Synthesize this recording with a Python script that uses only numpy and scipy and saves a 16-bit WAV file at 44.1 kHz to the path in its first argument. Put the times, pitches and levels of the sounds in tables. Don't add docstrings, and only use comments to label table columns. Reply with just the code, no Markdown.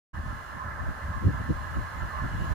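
import sys
import numpy as np
from scipy import signal
from scipy.fft import rfft, irfft
from scipy.io import wavfile
from scipy.ndimage import uniform_filter1d

SR = 44100
rng = np.random.default_rng(int(sys.argv[2]) if len(sys.argv) > 2 else 0)


def wrap_up_sound(samples):
    columns = np.atleast_2d(samples).T
    tamed = np.clip(columns, -1, 1)
    steps = np.round(tamed * 32767).astype(np.int16)
    wavfile.write(sys.argv[1], SR, steps)


N = 112014
TIME = np.arange(N) / SR
FREQS = np.maximum(np.fft.rfftfreq(N, 1 / SR), 1)


def from_db(db):
    return 10 ** (np.asarray(db) / 20)


def unit_rms(x):
    return x / np.sqrt(np.mean(x ** 2) + 1e-20)


def over_time(points):
    return np.interp(TIME, *np.transpose(points))


def over_hz(points):
    hz, value = np.transpose(points)
    return np.interp(np.log(FREQS), np.log(hz), value)


def swell(at_s, half_s):
    return np.exp(-((TIME - at_s) / half_s) ** 2)


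def drift(rate_hz):
    return unit_rms(irfft(rfft(rng.standard_normal(N)) / (1 + (FREQS / rate_hz) ** 2), N))


def stereo_noise(gain, coherence, balance_db=0, lead_rad=0):
    shared, *own = rfft(rng.standard_normal((3, N)))
    left, right = np.sqrt(coherence) * shared + np.sqrt(1 - coherence) * np.array(own)
    left = left * from_db(balance_db / 2) * np.exp(1j * lead_rad)
    right = right * from_db(-balance_db / 2)
    return unit_rms(irfft(gain * np.array([left, right]), N))


def levelled(x, span_s):
    size = int(span_s * SR)
    power = np.mean(x ** 2, axis=0)
    return x / np.sqrt(uniform_filter1d(uniform_filter1d(power, size), size) + 1e-9)


def port_split(correlation):
    alike = np.clip(correlation, -1, 1)
    return np.array([[1 + alike], [1 - alike]]) / 2


# t/s, f/Hz, rise/dB
ROUGH_SPOTS = [(.615, 1030, 7), (.7, 1340, 7), (1.161, 1143, 11.5), (1.98, 2020, 11), (2.12, 1230, 5.5),
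               (2.185, 1132, 16.5), (2.25, 1750, 5.5), (2.43, 2930, 8.5)]

def ringing(modes, coherence, flutter_db=2, flare_s=0.032, flare_width_hz=104):
    out, power = 0, 0
    for hz, width_hz, db, balance_db, lead_rad in modes:
        resonance = 1 / (1 + ((FREQS - hz) / (0.85 * width_hz)) ** 2)
        ring = levelled(stereo_noise(resonance, coherence, balance_db, lead_rad), span_s=0.31)
        flare_db = sum(rise_db * swell(at_s, flare_s) * np.exp(-((hz - at_hz) / flare_width_hz) ** 2)
                       for at_s, at_hz, rise_db in ROUGH_SPOTS)
        out = out + from_db(db + flare_db + flutter_db * drift(rate_hz=10)) * ring
        power += from_db(db) ** 2
    return out / np.sqrt(power)


# f/Hz, relative density/dB
HISS_SPECTRUM = [(1500, -1.5), (2600, 1.5), (3700, -3), (6800, -6), (8200, -10), (10400, -8), (11300, -16),
                 (12500, -9.5), (15000, -13)]
# f/Hz, width/Hz, relative level/dB, balance/dB, lead/rad
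WHEEL_RESONANCES = [(2884, 124, -0.5, 3.5, -1.58), (3384, 150, -9, 5, -0.12), (4040, 50, -11, -5, 0.61),
                    (4188, 69, -9, -4, 0.94), (7090, 31, -12, 8, -0.85)]
# t/s, level/dB
TREBLE_LEVEL = [(.15, -60.5), (.31, -57.5), (.46, -57.5), (.61, -59), (.8, -59), (.92, -57.5),
                (1.53, -56.5), (2.22, -56), (2.44, -54.5), (2.54, -53)]
# t/s, level/dB
RING_LEVEL = [(.15, -6), (.6, -5.5), (.72, -13), (.95, -9), (1.5, -5.5), (2.25, -4.5), (2.54, -3.5)]

def hiss(air_db=1.07):
    air = stereo_noise(from_db(over_hz(HISS_SPECTRUM)), coherence=0.027, balance_db=-0.7)
    ring = from_db(over_time(RING_LEVEL)) * ringing(WHEEL_RESONANCES, coherence=0.76)
    return from_db(over_time(TREBLE_LEVEL)) * (from_db(air_db) * air + ring)


# t/s, level/dB
BREEZE_LEVEL = [(.15, -37), (.35, -42.5), (.42, -48.5), (.6, -51), (.8, -42.5), (.97, -44), (1.2, -53),
                (1.33, -35.5), (1.58, -33), (1.64, -39.5), (1.73, -35), (1.84, -40.5), (1.89, -47),
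                (1.98, -34.5), (2.15, -41.5), (2.3, -32), (2.38, -36.5), (2.54, -32.5)]
# t/s, half length/s, rumble/dB, buffet/dB, left-right rumble correlation
PORT_GUSTS = [(0.193, 0.015, -29.5, -44.5, 0.89), (0.297, 0.047, -34.5, -47, 0.55),
              (0.566, 0.016, -43, -42, -0.45), (0.669, 0.03, -35.5, -52, 0.91),
              (0.823, 0.018, -31, -42, -0.35), (0.891, 0.02, -26.5, -40, -0.89),
              (1.05, 0.016, -31, -58, .8), (1.099, 0.017, -29, -42, 1), (1.168, 0.016, -30, -42.5, -0.25),
              (1.223, 0.011, -30, -40, .4), (1.273, 0.024, -26.5, -22.5, 0.08), (1.41, 0.01, -38, -32, .5),
              (1.507, 0.011, -27, -22.5, 1), (1.78, 0.02, -26, -36.5, -0.41),
              (2.034, 0.019, -30.5, -38, -0.16), (2.256, 0.01, -45, -32.5, -0.071),
              (2.422, 0.032, -31, -33, -1.1), (2.52, 0.012, -23, -42, -0.098)]
# f/Hz, relative density/dB
RUMBLE_SPECTRUM = [(10, -42), (22, -17), (35, -8), (50, 2.5), (64, 0), (79, 4.5), (95, -3.5), (118, -8.5),
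                   (140, -10.5), (170, -16.5), (220, -17), (330, -30.5), (450, -63), (2000, -100)]
# f/Hz, relative density/dB
BUFFET_SPECTRUM = [(25, -52), (70, -5), (130, 2.5), (200, -3.5), (270, -5), (305, -7), (336, -6.5),
                   (430, -18.5), (520, -12.5), (700, -41), (1200, -38), (2500, -100)]
# f/Hz, lead/rad
BUFFET_PHASE = [(150, -0.07), (250, -2.5), (400, -3.5)]

def wind(flutter_db=3, breeze_buffet_db=-16, eddy_s=0.022):
    breeze_power = from_db(over_time(BREEZE_LEVEL) + flutter_db * drift(rate_hz=10.5)) ** 2
    rumble_power = breeze_power * port_split(correlation=0.33)
    buffet_power = breeze_power * from_db(breeze_buffet_db) ** 2
    for at_s, half_s, rumble_db, buffet_db, correlation in PORT_GUSTS:
        gust = swell(at_s, half_s)
        rumble_power += from_db(rumble_db) ** 2 * gust * port_split(correlation)
        buffet_power += from_db(buffet_db) ** 2 * gust
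    large = stereo_noise(from_db(over_hz(RUMBLE_SPECTRUM)), coherence=0)
    large = [levelled(noise[None], eddy_s)[0] for noise in large]
    in_phase, antiphase = np.sqrt(rumble_power) * large
    rumble = np.array([in_phase + antiphase, in_phase - antiphase])
    small = stereo_noise(from_db(over_hz(BUFFET_SPECTRUM)), coherence=0.4, lead_rad=over_hz(BUFFET_PHASE))
    return rumble + np.sqrt(buffet_power) * levelled(small, eddy_s)


# t/s, half length/s, level/dB, shedding f/Hz
VORTEX_TRAINS = [(1.264, .012, -19.5, 105.4), (1.283, 0.011, -27, 179.4), (1.515, 0.008, -34, 320.8)]

def thumps(wander=0.15, correlation=0.8):
    out, lag_rad = 0, np.arccos(correlation)
    for at_s, half_s, db, hz in VORTEX_TRAINS:
        shedding_hz = hz * (1 + wander * drift(hz))
        phase = 2 * np.pi * np.cumsum(shedding_hz) / SR
        envelope = from_db(db) * np.sqrt(2 * swell(at_s, half_s))
        out = out + envelope * np.sin([phase, phase - lag_rad])
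    return out


# f/Hz, relative density/dB
ROAR_SPECTRUM = [(100, 3), (300, -2), (480, -4.5), (720, 1), (900, 5.5), (1300, -4.5), (1750, -5),
                 (1900, -28), (2300, -17.5), (4000, -52)]
# f/Hz, balance/dB
ROAR_LEAN = [(550, -2.5), (900, -6), (1700, 18), (2000, 11)]
# f/Hz, width/Hz, relative level/dB, balance/dB, lead/rad
RAIL_RESONANCES = [(602, 52, -7, 1, 0), (1014, 39, -2, -4.5, -2), (1043, 31, -1.5, -6, -2),
                   (1074.2, 11.4, 1.5, -16, -2), (1176, 15, -4, -12, -3), (1251.5, 45, -2, -12, 1.3),
                   (1346, 60, -0.5, -4, 1), (1475, 38, -8.5, -3, 0.5), (1558, 33, -3.5, -6, 0.5),
                   (1623, 28, -3.5, -6, 0.23), (1685.4, 25, -1.5, -6.5, 0.74), (1756, 32, -1, -5.5, 0.5),
                   (1936, 60, -9, -1, 1), (2018, 67, -9.5, 10, 0), (2152, 31, -17, -6, 1.1)]
# t/s, level/dB
TRAM_LEVEL = [(.15, -44.5), (.23, -46), (.31, -42), (.43, -43.5), (.69, -41.5), (.82, -41.5), (1.17, -43),
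              (1.26, -44), (1.39, -40), (1.51, -45.5), (1.56, -41.5), (1.95, -41.5), (2.2, -39.5),
              (2.43, -42.5), (2.5, -39.5)]

def tram(singing_db=1.5, roar_db=-4):
    roar = stereo_noise(from_db(over_hz(ROAR_SPECTRUM)), coherence=0.4,
                        balance_db=over_hz(ROAR_LEAN), lead_rad=0.17)
    singing = ringing(RAIL_RESONANCES, coherence=0.85)
    return from_db(over_time(TRAM_LEVEL)) * (from_db(singing_db) * singing + from_db(roar_db) * roar)


def scene():
    return tram() + hiss() + wind() + thumps()


def record(dry, start_s=0.131, fade_s=0.015, cutoff_hz=15500):
    fade = np.clip(np.minimum(TIME - start_s, TIME[-1] - TIME) / fade_s, 0, 1)
    lowpass = signal.ellip(12, 0.1, 80, cutoff_hz, fs=SR, output="sos")
    return signal.sosfilt(lowpass, dry * fade)


dry = scene()
out = record(dry)
wrap_up_sound(out)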